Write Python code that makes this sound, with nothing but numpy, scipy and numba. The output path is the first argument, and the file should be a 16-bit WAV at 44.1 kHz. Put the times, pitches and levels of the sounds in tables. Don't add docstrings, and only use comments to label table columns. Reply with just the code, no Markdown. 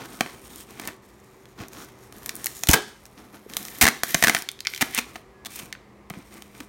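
import sys
import numpy as np
from scipy import signal
from scipy.fft import rfft, irfft
from scipy.io import wavfile
from scipy.ndimage import uniform_filter1d
from numba import njit

SR = 44100
rng = np.random.default_rng(int(sys.argv[2]) if len(sys.argv) > 2 else 0)


def master_out(mix):
    frames = np.transpose(np.atleast_2d(mix))
    ceiling = np.clip(frames, -1, 1)
    pcm = np.round(ceiling * 32767).astype(np.int16)
    wavfile.write(sys.argv[1], SR, pcm)


N = 294588
TIME = np.arange(N) / SR
STEPS = np.arange(0, N, 32) / SR


def undb(db):
    return 10 ** (np.asarray(db) / 20)


def unit(x):
    return x / np.sqrt(np.mean(x ** 2))


def decay(t, t60):
    return np.exp(-np.log(1000) * t / t60)


def add(out, s, x):
    i = max(0, int(s * SR))
    out[i:i + len(x)] += x[:len(out) - i]


def slope(hz, points):
    f, value = np.transpose(points)
    return np.interp(np.log(hz + 1), np.log(f), value)


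def humps(hz, peaks):
    return sum(db / (1 + (2 * (hz - f) / width) ** 2) for f, width, db in peaks)


def response(points, peaks=(), size=2048):
    hz = np.fft.rfftfreq(size, 1 / SR)
    gain = undb(slope(hz, points) + humps(hz, peaks))
    cepstrum = irfft(np.log(gain))
    cepstrum[1:size // 2] *= 2
    cepstrum[size // 2 + 1:] = 0
    return irfft(np.exp(rfft(cepstrum)))


def tint(x, points, peaks=(), size=2048):
    return signal.oaconvolve(x, response(points, peaks, size))[:len(x)]


def whiten(x, size=90):
    spectrum = rfft(x)
    broad_power = uniform_filter1d(np.abs(spectrum) ** 2, size)
    return irfft(spectrum / np.sqrt(broad_power + 1e-12), len(x))


def walk(rate):
    knots = rng.standard_normal(2000)
    return np.interp(TIME * rate, np.arange(len(knots)), knots)


def slips(count, rate, spread_db):
    hit = rng.random(count) < rate / SR
    size = undb(spread_db * np.minimum(rng.exponential(size=count), 4))
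    return hit * size * rng.standard_normal(count)


@njit
def resonator(x, hz, q):
    y, band, low = np.empty(len(x)), 0., 0.
    for i in range(len(x)):
        g = np.tan(np.pi * hz[i] / SR)
        v = (band + g * (x[i] - low)) / (1 + g * (g + 1 / q))
        band, low, y[i] = 2 * v - band, low + 2 * g * v, v / q
    return y


def curves(table):
    s, *columns = np.transpose(table)
    return [np.interp(TIME, s, c) for c in columns]


SWELL_DB = 1


def stroke(start, length, attack_s, release_s):
    t = STEPS - start
    arch = np.sin(np.pi * np.clip(t / length, 0, 1))
    swell = undb(SWELL_DB * (arch - 2 / np.pi))
    return swell * np.clip(t / attack_s, 0, 1) * np.exp(-np.maximum(t - length, 0) / release_s)


# (start [s], length [s], relative level [dB])
RESTS = [(0, .95, -65), (1.02, 4.2, -64), (6.108, 0.51, -60.5)]
REST_RUSTLE_DB, REST_RUB_DB = 0, -1
# (start [s], length [s], relative level [dB],
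# crackle against that [dB], pitch of the paper [Hz])
RUBS = [(-0.05, 0.075, -35.5, -18, 1450), (0.03, 0.31, -44.5, -6.5, 1500), (0.36, 0.12, -52.5, -0.5, 2500),
        (0.48, 0.11, -48, -1, 3690), (0.67, 0.22, -46, -8, 2070), (0.81, 0.075, -39.5, -10, 1920),
        (1.57, 0.051, -36.5, -17, 1400), (1.71, 0.13, -43.5, -5.5, 1350), (2.13, 0.36, -47.5, -4.5, 1785),
        (2.69, 0.22, -48, -10, 1700), (3.16, 0.069, -46, -12.5, 1040), (3.32, 0.039, -48, -10, 1398),
        (3.48, .5, -45, -6, 1886), (4.28, 0.065, -36, -7, 1930), (4.83, 0.053, -39, -19, 2200),
        (5.0, 0.16, -51, -9, 2080), (5.59, 0.07, -44.5, -7.5, 2550), (6.13, 0.068, -47, -20, 2200),
        (6.3, 0.073, -44, -9.5, 2170), (6.53, 0.1, -49, -6.5, 2360)]
RUB_ATTACK_S, RUB_RELEASE_S, RUB_RUSTLE_DB = 0.022, 0.035, -6
# (start [s], length [s], relative level [dB],
# rustle against that [dB], pitch of the film [Hz])
PEELS = [(0.543, 0.067, -44, -7.5, 8670), (1.998, 0.034, -53, -3, 5800), (2.139, 0.14, -61.5, -18, 12860),
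         (2.336, 0.12, -48.5, -6.5, 9160), (2.445, 0.32, -45, -9.5, 6730), (3.552, .3, -43.5, -7, 13240),
         (4.048, 0.19, -35, -2, 12740), (4.208, 0.18, -37.5, -0.5, 9000), (4.652, 0.29, -46, -1, 13000),
         (4.918, .07, -40, 8.5, 9000), (5.483, 0.11, -43.5, -2, 8500)]
PEEL_ATTACK_S, PEEL_RELEASE_S, PEEL_RUB_DB = .04, 0.027, -10


def handling():
    moves = []
    for s, length, db in RESTS:
        resting = (STEPS >= s) & (STEPS < s + length)
        moves.append((resting, (db, db + REST_RUSTLE_DB, db + REST_RUB_DB)))
    for s, length, db, crackle, _ in RUBS:
        rub = stroke(s, length, RUB_ATTACK_S, RUB_RELEASE_S)
        moves.append((rub, (db + crackle, db + RUB_RUSTLE_DB, db)))
    for s, length, db, rustle, _ in PEELS:
        pull = stroke(s, length, PEEL_ATTACK_S, PEEL_RELEASE_S)
        moves.append((pull, (db, db + rustle, db + PEEL_RUB_DB)))
    shapes, levels = zip(*moves)
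    powers = undb(levels).T ** 2 @ np.array(shapes) ** 2 + 1e-12
    return [np.interp(TIME, STEPS, 10 * np.log10(power)) for power in powers]


def flap_pitch(strokes):
    return curves(sorted((s + length / 2, hz) for s, length, _, _, hz in strokes))[0]


# (frequency [Hz], relative level [dB])
CRACKLE_COLOUR = [(1000, -36), (3000, -5), (5000, -4.5), (6200, -2), (8000, 0.5), (11000, 2), (13000, 0),
                  (16000, -3)]
RUSTLE_COLOUR = [(400, -34.5), (1000, -11.5), (1600, -4), (2300, -3), (3500, -5), (6000, -12), (14000, -39)]
RUBBING_COLOUR = [(30, -12.5), (100, -6), (220, -3), (400, 0), (700, -9.5), (1300, -5.5), (2500, -26),
                  (8000, -31.5)]
# (frequency [Hz], width [Hz], gain [dB])
FILM_PEAKS = [(3830, 250, 3.5), (5550, 360, 7.5), (6750, 400, 4.5), (7770, 620, -2), (10400, 460, -8)]
# (frequency [Hz], width [Hz], gain [dB])
BOX_PEAKS = [(220, 110, 6), (376, 59, 1.5), (604, 270, -4.5), (738, 270, 6), (843, 72, 0.5),
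             (1210, 38, -3.5), (1620, 87, 0.5), (2030, 290, 0), (2860, 190, -3), (4160, 72, 1),
             (6260, 1500, 3), (9050, 380, 3.5), (10550, 460, -5)]
FILM_RING, PAPER_RING, FLAP_Q = .8, 1.4, 6.
STRAY_PER_S, STRAY_DB = 57, -3.5


def friction(crackle_rate=1500, crackle_spread_db=1.5, rustle_rate=1200, rustle_spread_db=4.0,
             hiss=0.79, uneven_db=2.0):
    crackle_db, rustle_db, rub_db = handling()
    paper_hz, film_hz = flap_pitch(RUBS), flap_pitch(PEELS)
    grip_db = uneven_db * walk(55)
    crackle = unit(slips(N, crackle_rate, crackle_spread_db)) + hiss * rng.standard_normal(N)
    crackle = crackle + undb(STRAY_DB) * unit(slips(N, STRAY_PER_S, crackle_spread_db))
    rustle = unit(slips(N, rustle_rate, rustle_spread_db)) + hiss * rng.standard_normal(N)
    crackle = crackle + FILM_RING * resonator(crackle, film_hz, FLAP_Q)
    rustle = rustle + PAPER_RING * resonator(rustle, paper_hz, FLAP_Q)
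    crackle = unit(tint(crackle, CRACKLE_COLOUR, FILM_PEAKS))
    rustle = unit(tint(rustle, RUSTLE_COLOUR, BOX_PEAKS))
    rubbing = unit(tint(rng.standard_normal(N), RUBBING_COLOUR, BOX_PEAKS))
    return (crackle * undb(crackle_db + grip_db - .5)
            + rustle * undb(rustle_db + grip_db - 2.0)
            + rubbing * undb(rub_db + grip_db - 4.0))


# (frequency [Hz], relative level [dB])
ECHO_COLOUR = [(60, -18), (300, 4), (1000, -1), (2000, -4), (6000, -2.5), (15000, 0)]
# (frequency [Hz], time to fall 60 dB [s])
ECHO_T60 = [(150, 0.34), (1000, 0.39), (4000, 0.48), (14000, 0.15)]
# (frequency [Hz], width [Hz], gain [dB])
ECHO_PEAKS = [(238, 17, 1.5), (368, 25, 6), (767, 5.4, 5), (1138, 27, 7.5), (1610, 23, 3), (1690, 17, 7.5),
              (2050, 36, 1.5), (2150, 30, 4), (3080, 25, 6), (3300, 60, 2), (4340, 30, 6.5), (5800, 35, 7),
              (8388, 55, 6)]


def room(x, echo_db=-11, gap_s=0.0018, early=1.42, early_s=0.016):
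    t = TIME[:SR // 2]
    hz = np.fft.rfftfreq(len(t), 1 / SR)
    noise = rfft(rng.standard_normal(len(t)))
    tail = 0
    for k, (_, t60) in enumerate(ECHO_T60):
        share = slope(hz, [(f, j == k) for j, (f, _) in enumerate(ECHO_T60)])
        tail = tail + irfft(noise * share, len(t)) * decay(t, t60)
    tail = tail * np.minimum(t / gap_s, 1) ** 2 * (1 + early * np.exp(-t / early_s))
    tail = tint(tail / np.sqrt(np.sum(tail ** 2)), ECHO_COLOUR, ECHO_PEAKS, size=8192)
    return x + undb(echo_db) * signal.fftconvolve(x, tail)[:N]


# (frequency [Hz], relative level [dB])
HUM_COLOUR = [(20, -31), (55, -3), (90, -10.5), (150, -11.5), (300, -10.5), (450, -10.5), (600, -15.5),
              (1200, -15.5), (1450, -25), (2000, -19.5), (3000, -31.5), (6000, -36.5), (16000, -46)]
# (frequency [Hz], width [Hz], gain [dB])
HUM_PEAKS = [(122, 20, 9), (352, 92, 2), (1160, 110, 0.5)]
# (time [s], low tone level [dB], high tone level [dB])
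HUM_TONES = [(0, -61.5, -62), (2.5, -65.5, -59), (3.6, -58.5, -72.5), (4.8, -73, -59), (5.6, -59, -59),
             (6.68, -54, -82)]
# (low tone [Hz], high tone [Hz])
HUM_TONES_HZ = (204, 385.4)
HUM_DB = -52.5


def hum(waver_db=-1.5, drift_hz=4):
    noise = unit(tint(rng.standard_normal(N), HUM_COLOUR, HUM_PEAKS, size=8192))
    rush = noise * undb(HUM_DB + waver_db * walk(2.6))
    tones = 0
    for hz, db in zip(HUM_TONES_HZ, curves(HUM_TONES)):
        level = undb(db + 2 * walk(4.7)) * np.sqrt(2)
        turns = np.cumsum(hz + drift_hz * walk(25)) / SR
        tones = tones + level * np.sin(2 * np.pi * turns)
    return rush + tones


# (time [s], relative level [dB], length of the contact [ms], brightness [dB])
TAPS = [(0.2085, -11.5, 1.1, 4), (0.262, -28, .4, -15), (0.7977, -29.5, 2, 9), (0.8208, -38, 1.1, -9),
        (0.879, -34.5, 11.7, -11), (1.602, -42, 12, 0), (1.636, -35.5, 0.78, -9), (5.157, -33, 5.8, -2),
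        (6.1006, -31, 0.32, 22), (6.104, -30, 1.3, -13), (6.1383, -36.5, 0.81, -14),
        (6.6034, -34.5, 4.2, 5.5)]
# (time [s], relative level [dB], pitch [Hz], brightness [dB])
TICKS = [(0.559, -37.5, 8910, 11), (0.8535, -36, 830, -4), (1.456, -45, 3400, -17), (1.6841, -38, 6000, 5),
         (2.125, -38.5, 1210, -10), (2.2609, -23.5, 1890, 3.5), (2.3546, -28, 9340, 17),
         (2.365, -31, 8790, 14), (2.444, -22, 7140, 2), (2.4595, -15, 12220, 1.5), (2.6358, -16, 6560, -7),
         (2.672, -20, 3930, -5), (2.7025, -13, 6840, -3), (2.7126, -5.5, 5950, 4), (3.055, -39.5, 5690, -8),
         (3.064, -45, 7940, -2), (3.499, -38.5, 600, -12.5), (3.5684, -12.5, 3780, 0.5),
         (3.652, -29, 5600, -2), (3.786, -33.5, 12470, -1), (4.4222, -27, 5000, -2), (4.5158, -33, 9140, 2),
         (4.948, -17.5, 8800, 3), (5.4499, -35.5, 3870, -10), (6.4225, -35, 3130, -9)]
# (time [s], relative level [dB], length of the tear [ms],
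# pitch of the freed patch [Hz], brightness [dB])
RIPS = [(0.8746, -24.5, 1.7, 2260, 11.5), (2.6875, -9, 4.9, 2980, 10), (2.695, -23.5, 32, 885, 5),
        (2.7326, -8, 11.1, 1710, 4), (3.812, -9, 16.8, 2230, 6.5), (3.8338, -14, 11.6, 1800, 4.5),
        (3.8537, -6.5, 0.64, 1920, -1.5), (3.8667, -11, 4, 1690, -1.5), (3.8786, -9, 1.1, 1900, -5.5),
        (3.8852, -10, 1.54, 1870, 1.5), (4.0345, -8, 0.47, 1690, 7.5), (4.1449, -9.5, 1.45, 6570, -0.5),
        (4.1482, -11.5, 0.71, 2220, -6), (4.2256, -5.5, 0.8, 2040, 3), (4.2384, -6, 2.3, 1950, 3.5),
        (4.2454, -7.5, 0.74, 1690, 0), (4.2717, -8, 0.76, 1690, 0), (4.2815, -11.5, 3.2, 1690, -2.5),
        (4.2962, -8, 1.5, 2110, -0.5), (4.3486, -9.5, 0.64, 2090, -1), (4.81, -19.5, 6.3, 2620, -0.5),
        (4.8179, -16, 3.1, 2350, 5.5), (4.8238, -13.5, 2.2, 1860, -5), (4.977, -20.5, 6, 2620, 2),
        (4.987, -17, 3.6, 2610, -1), (4.9944, -23, .3, 2000, 5), (5.458, -32.5, 11, 3580, 4),
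        (5.558, -33.5, 6, 2470, 16), (5.59, -34.5, 9.4, 3020, 7)]
# (time [s], relative level [dB], pitch [Hz], brightness [dB])
CREASES = [(2.2931, -20.5, 1950, 7.5), (2.468, -19, 1930, 11), (3.5367, -30, 3240, 9),
           (3.6838, -31.5, 2030, 9), (4.3661, -18, 1540, -20), (4.489, -20, 3500, 1.5),
           (4.591, -39, 3580, -8), (4.6055, -26.5, 4450, 9), (4.6509, -30, 2260, -1.5),
           (4.657, -28.5, 2260, -33), (4.6705, -13.5, 5240, -11), (4.737, -24.5, 2270, -12),
           (4.748, -28, 3930, 9), (4.762, -28.5, 3220, 4), (4.7773, -29, 2200, 4),
           (5.7271, -25.5, 1920, -1), (5.751, -36.5, 1520, -38)]
# (box [dB], edge [dB], air [dB], ring of the patch [dB])
TAP_COLOUR = (-2, -11.5, -19.5, 3)
TICK_COLOUR = (-5.5, 0, 4, 7)
RIP_COLOUR = (-4, -5.5, -8, 9.5)
CREASE_COLOUR = (-31, -4, -14.5, 9)
TICK_MS, CREASE_MS, TAP_HZ = 0.65, 0.57, 2500
EDGE_SHARE = 0.42


def releases():
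    kinds = [(RIP_COLOUR, RIPS),
             (TICK_COLOUR, [(s, db, TICK_MS, hz, bright) for s, db, hz, bright in TICKS]),
             (CREASE_COLOUR, [(s, db, CREASE_MS, hz, bright) for s, db, hz, bright in CREASES]),
             (TAP_COLOUR, [(s, db, ms, TAP_HZ, bright) for s, db, ms, bright in TAPS])]
    return [(s, db, ms, box, edge + EDGE_SHARE * bright, air + bright, hz, ring)
            for (box, edge, air, ring), rows in kinds for s, db, ms, hz, bright in rows]


SNAP_BANDS_HZ = [500, 2000, 5200, 11500]


def snaps(flutter=0.53, flutter_s=0.0017, flutter_hz=2200, crack_s=.0005, first_crack=2.78, rip=0.29,
          sub_db=-13, top_db=-2, ring_width=0.24, size=4096):
    out, t = np.zeros(N), np.arange(size) / SR
    lead = size // 64
    dull = signal.butter(1, flutter_hz, fs=SR, output="sos")
    for s, db, tear_ms, box_db, edge_db, air_db, ring_hz, ring_db in releases():
        length = max(tear_ms, 0) / 1000
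        after = np.maximum(t - length, 0)
        tearing = unit(slips(size, 9000, 2.3)) * np.exp(-after / crack_s)
        flapping = signal.sosfilt(dull, rng.standard_normal(size))
        force = rip * tearing + flutter * flapping * np.exp(-after / flutter_s)
        force[0] += first_crack
        bands = zip(SNAP_BANDS_HZ, (box_db, 0, edge_db, air_db))
        colour = [(50, box_db + sub_db), (170, box_db), *bands, (16000, air_db + top_db)]
        patch = (ring_hz, ring_width * ring_hz, ring_db)
        sound = tint(whiten(np.roll(force, lead)), colour, [*BOX_PEAKS, patch])
        held = (length + 0.0013) * SR
        add(out, s - lead / SR, sound * undb(db) * np.sqrt(held / np.sum(sound ** 2)))
    return out


# (time [s], level before the soft onset and decay [dB], pitch [Hz])
BUMPS = [(0.2086, -15.5, 770), (1.604, -26, 115), (2.6894, -7, 71), (2.691, -11.5, 165.5),
         (2.6933, -7, 286), (2.737, -19, 130), (3.463, -31, 425), (3.823, -22, 51.8), (3.829, -15, 85),
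         (3.834, -17.5, 234), (4.147, -16, 170), (4.8244, -14, 267), (5.63, -32.5, 180), (6.107, -25, 171),
         (6.172, -28, 183), (6.19, -30.5, 260), (6.608, -27.5, 260)]
BUMP_T60_S, BUMP_HZ, BUMP_DAMPING = .044, 200, 0.46


def bumps(push_s=0.00083):
    out, t = np.zeros(N), TIME[:SR // 3]
    for s, db, hz in BUMPS:
        t60 = BUMP_T60_S * (BUMP_HZ / hz) ** BUMP_DAMPING
        push = 1 - np.exp(-t / push_s)
        add(out, s, undb(db) * np.sin(2 * np.pi * hz * t) * push * decay(t, t60))
    return out


# (time [s], relative level [dB])
JOLTS = [(2.691, -32.5), (2.738, -17), (3.835, -29)]
# (frequency [Hz], relative level [dB], time to fall 60 dB [s])
DESK_MODES = [(426, 0, 0.29), (920, 4.5, 0.061), (1333, -8.5, 0.28), (1655, -1, 0.29), (1995, -19, 0.24),
              (3120, -13.5, 0.38), (3450, -11.5, 0.36), (4600, -27, 0.31), (5173, -15.5, 0.34),
              (7289, -31.5, 0.3), (8140, -28, 0.23), (8721, -20, 0.14)]
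# (frequency [Hz], relative level [dB])
RATTLE_COLOUR = [(50, -9.5), (270, 6), (700, 5), (1700, 1), (4000, -3), (9000, -28.5), (16000, -20.5)]


def jolts(rattle=0.69, rattle_t60=0.23):
    out, t = np.zeros(N), TIME[:SR // 2]
    for s, db in JOLTS:
        ring = 0
        for hz, mode_db, t60 in DESK_MODES:
            wander_hz = (30 + .012 * hz) * walk(300)[:len(t)]
            turns = np.cumsum(hz + wander_hz) / SR + rng.random()
            ring = ring + undb(mode_db) * np.sin(2 * np.pi * turns) * decay(t, t60)
        noise = unit(tint(rng.standard_normal(len(t)), RATTLE_COLOUR, BOX_PEAKS))
        add(out, s, undb(db) * (0.51 * ring + rattle * noise * decay(t, rattle_t60)))
    return out


# (start [s], length [s], pitch [Hz], level at the peak [dB])
SQUEAK = (5.31, .19, 1680, -58)


def squeak(waver_hz=5):
    s, length, hz, db = SQUEAK
    swell = np.sin(np.pi * np.clip((TIME - s) / length, 0, 1))
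    turns = np.cumsum(hz + waver_hz * walk(40.8)) / SR
    return undb(db) * swell * np.sin(2 * np.pi * turns)


def scene():
    tape = undb(0.5) * snaps()
    return (room(tape + friction()) + bumps() + jolts() + squeak() + hum())[None]


def record(dry):
    rumble_cut = signal.butter(3, 33, "high", fs=SR, output="sos")
    top_cut = signal.ellip(10, .2, 70, 15950, fs=SR, output="sos")
    sound = signal.sosfilt(rumble_cut, dry)
    rounded = sound / (1 + (sound / .85) ** 4) ** .25
    return signal.sosfilt(top_cut, rounded)


dry = scene()
out = record(dry)
master_out(out)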